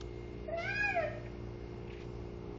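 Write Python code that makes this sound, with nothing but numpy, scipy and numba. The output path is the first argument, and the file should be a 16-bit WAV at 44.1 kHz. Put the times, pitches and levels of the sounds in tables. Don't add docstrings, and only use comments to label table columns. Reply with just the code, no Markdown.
import sys
import numpy as np
from scipy import signal
from scipy.io import wavfile
from scipy.ndimage import uniform_filter1d
from numba import njit

SR = 44100
rng = np.random.default_rng(int(sys.argv[2]) if len(sys.argv) > 2 else 0)


def generate_wav(sig):
    pcm = np.round(np.clip(np.atleast_2d(sig).T, -1, 1) * 32767).astype(np.int16)
    wavfile.write(sys.argv[1], SR, pcm)


def gain_from_decibels(decibels):
    exponent = np.asarray(decibels, float) / 20
    return 10 ** exponent


N = 113778


def level(x, db):
    return x * gain_from_decibels(db) / np.sqrt(np.mean(x ** 2))


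def colour(table, hz):
    table = np.array(table, float)
    return np.interp(np.log(hz + 1), np.log(table[:, 0]), table[:, 1])


def band(x, hz, width_hz):
    edges_hz = [max(hz - width_hz / 2, 10), hz + width_hz / 2]
    return signal.sosfilt(signal.butter(2, edges_hz, "band", fs=SR, output="sos"), x)


def noise_band(hz, width_hz):
    return band(rng.standard_normal(N), hz, width_hz)


def walk(rate_hz):
    k = int(SR / rate_hz)
    held = np.repeat(rng.standard_normal(N // k + 1), k)
    return 1.96 * uniform_filter1d(uniform_filter1d(held, k), k)[:N]


def turbulence(table, db, low_hz, count, flicker_db):
    out, swell_db = 0, 0.25 * walk(1.5)
    for hz in low_hz * 2 ** (np.arange(count) / 3):
        gain = gain_from_decibels(colour(table, hz) + swell_db + flicker_db * walk(7.84))
        out = out + gain * noise_band(hz, hz / 4)
    return level(out, db)


# frequency in Hz, density in dB per Hz.
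RUMBLE = [(12, -15), (70, -1), (130, -4), (250, -10), (400, -12), (650, -16), (950, -18.5), (1900, -32)]


def rumble():
    return turbulence(RUMBLE, -50, low_hz=12.8, count=23, flicker_db=1.0)


# frequency in Hz, density in dB per Hz.
WHINE_NOISE = [(1900, -16.5), (2150, 4), (2800, -3.5), (3300, -8.5), (4200, -7), (5000, -8), (6200, -14.5),
               (7500, -14.5)]


def whine():
    fade_db = -0.5 * (np.arange(N) / SR - 1.5)
    return gain_from_decibels(fade_db) * turbulence(WHINE_NOISE, -67, low_hz=1990, count=7, flicker_db=0.8)


# multiple of the shaft rate, level in dB, wobble in dB.
HUM_LINES = [(2, -51.5, 0), (4, -52, 1.5), (6, -61, 1.5), (7, -59, 2), (10, -59, 1.5), (12, -51.5, 0.5),
             (14, -55.5, 1.5), (16, -61, .5)]
# multiple of the shaft rate, level in dB.
HIGH_LINES = [(72, -71), (74, -75.5), (96, -76.5)]


def motor():
    shaft_hz = 29.347 * (1 + 0.00035 * walk(4.8))
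    phase = 2 * np.pi * np.cumsum(shaft_hz) / SR
    fade_db = -3.0 * (np.arange(N) / SR - 1.3)
    out = 0
    for k, db, wobble_db in [*HUM_LINES, *((k, db + fade_db, 1) for k, db in HIGH_LINES)]:
        gain = np.sqrt(2) * gain_from_decibels(db + wobble_db * walk(14))
        out = out + gain * np.sin(k * phase + 2 * np.pi * rng.random())
    return out


# start in seconds, level in dB, pitch in Hz, T60 in seconds.
STRAP_TICKS = [(.007, -41, 3580, 0.03), (.008, -49.5, 5650, 0.045), (0.01, -40.5, 1260, 0.026),
               (1.257, -53.5, 2090, 0.12), (1.496, -67, 2540, 0.063), (1.781, -77, 2480, 0.015),
               (1.875, -56, 2540, 0.1), (1.898, -52, 2330, 0.14), (1.929, -53, 2300, 0.14),
               (1.956, -63, 2320, 0.079), (1.968, -54, 2200, 0.1), (1.989, -55.5, 2210, 0.11),
               (2.02, -58.5, 2320, 0.13), (2.127, -63, 2560, 0.012)]


def strap_ticks():
    t, rise_s, out = np.arange(N) / SR, 0.004, 0
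    for start_s, db, hz, t60_s in STRAP_TICKS:
        rise = np.clip((t - start_s) / rise_s, 0, 1)
        decay = gain_from_decibels(-60 * np.clip(t - start_s, 0, None) / t60_s)
        out = out + rise * decay * level(band(noise_band(hz, 0.39 * hz), hz, 0.83 * hz), db)
    return out


def strap_rustle():
    peak_s, rise_s, fall_s = 1.89, 0.03, 0.16
    after_s = np.arange(N) / SR - peak_s
    shape = np.where(after_s < 0, np.exp(-(after_s / rise_s) ** 2), np.exp(-np.abs(after_s) / fall_s))
    return shape * gain_from_decibels(4.2 * walk(70)) * level(noise_band(2600, 2800), -64)


@njit
def walls(x, lags, gain, damp):
    line, soft, out = np.zeros((8, 8192)), np.zeros(8), np.zeros(len(x))
    for i in range(len(x)):
        total = 0.
        for k in range(8):
            soft[k] += (1 - damp) * (gain[k] * line[k, (i - lags[k]) & 8191] - soft[k])
            total += soft[k]
            out[i] += soft[k] * (1 - 2 * (k % 2))
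        for k in range(8):
            line[k, i & 8191] = x[i] + soft[k] - total / 4
    return out


def tiled_room(cat):
    t60_s, bass_hz, bass_db = 0.67, 1100, -7
    lags = np.array([331, 487, 683, 877, 1069, 1319, 1567, 1871])
    send = cat - (1 - gain_from_decibels(bass_db)) * band(cat, bass_hz / 2, bass_hz)
    return gain_from_decibels(-14) * walls(send + 1e-18, lags, gain_from_decibels(-60 * lags / SR / t60_s), 0.075)


# frequency in Hz, width in Hz, level in dB.
ROOM_MODES = [(2524, 2.4, -5)]


def room_mode_ring(cat):
    out = 0
    for hz, width_hz, db in ROOM_MODES:
        out = out + gain_from_decibels(db) * signal.lfilter(*signal.iirpeak(hz, hz / width_hz, SR), cat)
    return out


def resonance(hz, centre_hz, width_hz):
    return 1 / np.sqrt(1 + (2 * (hz - centre_hz) / width_hz) ** 2)


def snarl_db(t, k):
    peak_s, half_s, depth_db = 0.805 + 0.03 * max(k - 7, 0), 0.07, 12
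    return depth_db * np.exp(-((t - peak_s) / half_s) ** 4) - depth_db / 2


def lip_puff(t, part_s):
    noise = band(band(noise_band(4300, 3600), 4300, 3600), 4300, 4400)
    return (t > part_s) * np.exp(-((t - part_s) / 0.16) ** 4) * level(noise, -62)


# frequency in Hz, gain in dB.
THROAT_COLOUR = [(1380, -12), (1600, -1), (2600, 0), (3300, -11), (4150, -5), (5000, 4), (5800, -9),
                 (7500, -10)]
# frequency in Hz, gain in dB.
TILE_WAVES = [(600, 2), (650, 1), (690, 0), (735, -3), (785, 7), (828, 0.5)]


def voice(table, hold_s):
    t, rows = np.arange(N) / SR, np.array(table, float)
    glides = [uniform_filter1d(np.interp(t, rows[:, 0], rows[:, k]), int(0.03 * SR)) for k in range(1, 7)]
    hz, low_db, high_db, jaw_hz, tongue_hz, edge_db = glides
    jaw_width_hz, tongue_width_hz, tongue_db, shimmer_db = 237, 1070, -0.2, 2.82

    lips_part_s, lips_close_s, lips_shut_db = 0.574, 1.014, -16
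    shut = np.maximum((lips_part_s - t) / 0.012, (t - lips_close_s) / 0.049)
    high_db = high_db + lips_shut_db * np.clip(shut, 0, 1)

    phase = 2 * np.pi * np.cumsum(hz * (1 + 0.0012 * walk(59.65))) / SR
    out = gain_from_decibels(low_db + colour(TILE_WAVES, hz) + shimmer_db * walk(39.72)) * np.sin(phase)
    breath = 1 + gain_from_decibels(-24) * walk(500)
    for k in range(2, 10):
        f = k * hz
        jaw = resonance(f, jaw_hz, jaw_width_hz)
        tongue = gain_from_decibels(tongue_db) * resonance(f, tongue_hz, tongue_width_hz)
        db = high_db + colour(THROAT_COLOUR, f) + shimmer_db * walk(50.06)
        db = db + edge_db * np.clip((f - tongue_hz) / tongue_width_hz, 0, 1)
        if k > 5:
            db = db + snarl_db(t, k)
        out = out + (jaw + tongue) * gain_from_decibels(db) * np.sin(k * phase + k * k)

    hiss = gain_from_decibels(high_db - 23) * level(noise_band(1700, 2500), 0)
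    out = out + hiss + lip_puff(t, lips_part_s)
    attack = np.clip((t - rows[0, 0]) / 0.015, 0, 1)
    release = np.clip((rows[-1, 0] + hold_s - t) / 0.024 + 1, 0, 1)
    return np.sqrt(2) * out * breath * attack * release


# time in seconds, pitch in Hz, fundamental in dB, overtones in dB,
# jaw resonance in Hz, tongue resonance in Hz, brightness above the tongue in dB.
MEOW_GLIDE = [
    (.516, 638.3, -34.5, -47, 900, 2047, 8.5),
    (.54, 673, -37, -45.5, 750, 1850, -27),
    (.605, 674, -40.5, -40, 710, 1910, -3.5),
    (.69, 791.2, -54.5, -47.5, 1656, 2135, -4),
    (.775, 826.5, -63, -42, 1650, 2430, -6),
    (.862, 825.7, -47, -37, 1340, 2480, -16.5),
    (.905, 773, -41.5, -45, 1220, 2220, -8),
    (.975, 687, -33, -43, 905, 1870, -20.5),
    (1.045, 595.7, -42.5, -39, 900, 1793, -6.5),
]
# time in seconds, pitch in Hz, fundamental in dB, overtones in dB,
# jaw resonance in Hz, tongue resonance in Hz, brightness above the tongue in dB.
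CHIRP_GLIDE = [
    (.476, 645, -36, -47, 1250, 1300, -3),
    (.49, 643, -37.5, -42.5, 1250, 1310, -5.5),
    (.497, 599, -40.5, -34.5, 1250, 1320, -23.5),
]


def cat_call():
    return voice(MEOW_GLIDE, hold_s=0.015) + voice(CHIRP_GLIDE, hold_s=0.00097)


def scene():
    cat = cat_call()
    background = motor() + rumble() + whine() + strap_ticks() + strap_rustle()
    return (cat + tiled_room(cat) + room_mode_ring(cat) + background)[None]


# frequency in Hz, threshold in dB.
QUIET_LIMIT = [(1500, -100), (3000, -94.5), (5000, -99.5), (6500, -91), (7300, -88.5), (7600, -75),
               (9000, -77)]


def drop_faint_bands(x):
    size, hop, wide = 2048, 512, 8
    padded = np.pad(x, (0, size), "reflect")
    f, _, z = signal.stft(padded, SR, nperseg=size, noverlap=size - hop, boundary="even")
    count = len(f) // wide
    power = (np.abs(z[:count * wide]) ** 2).reshape(count, wide, -1).sum(axis=1)
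    db = 10 * np.log10(power * 4 / 3 + 1e-20)
    hz = f[:count * wide].reshape(count, wide).mean(axis=1)

    fall_db = -32 * np.log2(hz)[:, None]
    hidden_db = np.maximum.accumulate(db - fall_db, axis=0) + fall_db - 19.5

    loud_db = 10 * np.log10(gain_from_decibels(2 * db[(hz > 500) & (hz < 3000)]).sum(axis=0))
    recent_db = uniform_filter1d(loud_db, 15, origin=7, mode="nearest")
    jump_db = np.clip(uniform_filter1d(loud_db, 3, origin=-1) - recent_db, 0, None)
    patch = np.repeat(rng.standard_normal((count, len(loud_db) // 8 + 1)), 8, axis=1)[:, :len(loud_db)]
    limit_db = colour(QUIET_LIMIT, hz)[:, None] + 1.25 * jump_db + 2.5 * patch

    heard = uniform_filter1d(db, 3, axis=1) > np.maximum(hidden_db, limit_db)
    keep = heard | (hz < 1200)[:, None]
    z[:count * wide] *= np.repeat(keep, wide, axis=0)
    return signal.istft(z, SR, nperseg=size, noverlap=size - hop)[1][:N]


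def roll_off(x):
    return signal.sosfilt(signal.butter(12, 8810, fs=SR, output="sos"), x)


def record(dry):
    top_cut = signal.ellip(8, 0.2, 70, 8800, fs=SR, output="sos")
    mix = signal.sosfilt(top_cut, drop_faint_bands(dry[0])[None]) + 0.0003
    mix = mix * np.clip(np.arange(N)[::-1] / (0.003 * SR), 0, 1)
    return roll_off(mix)


dry = scene()
out = record(dry)
generate_wav(out)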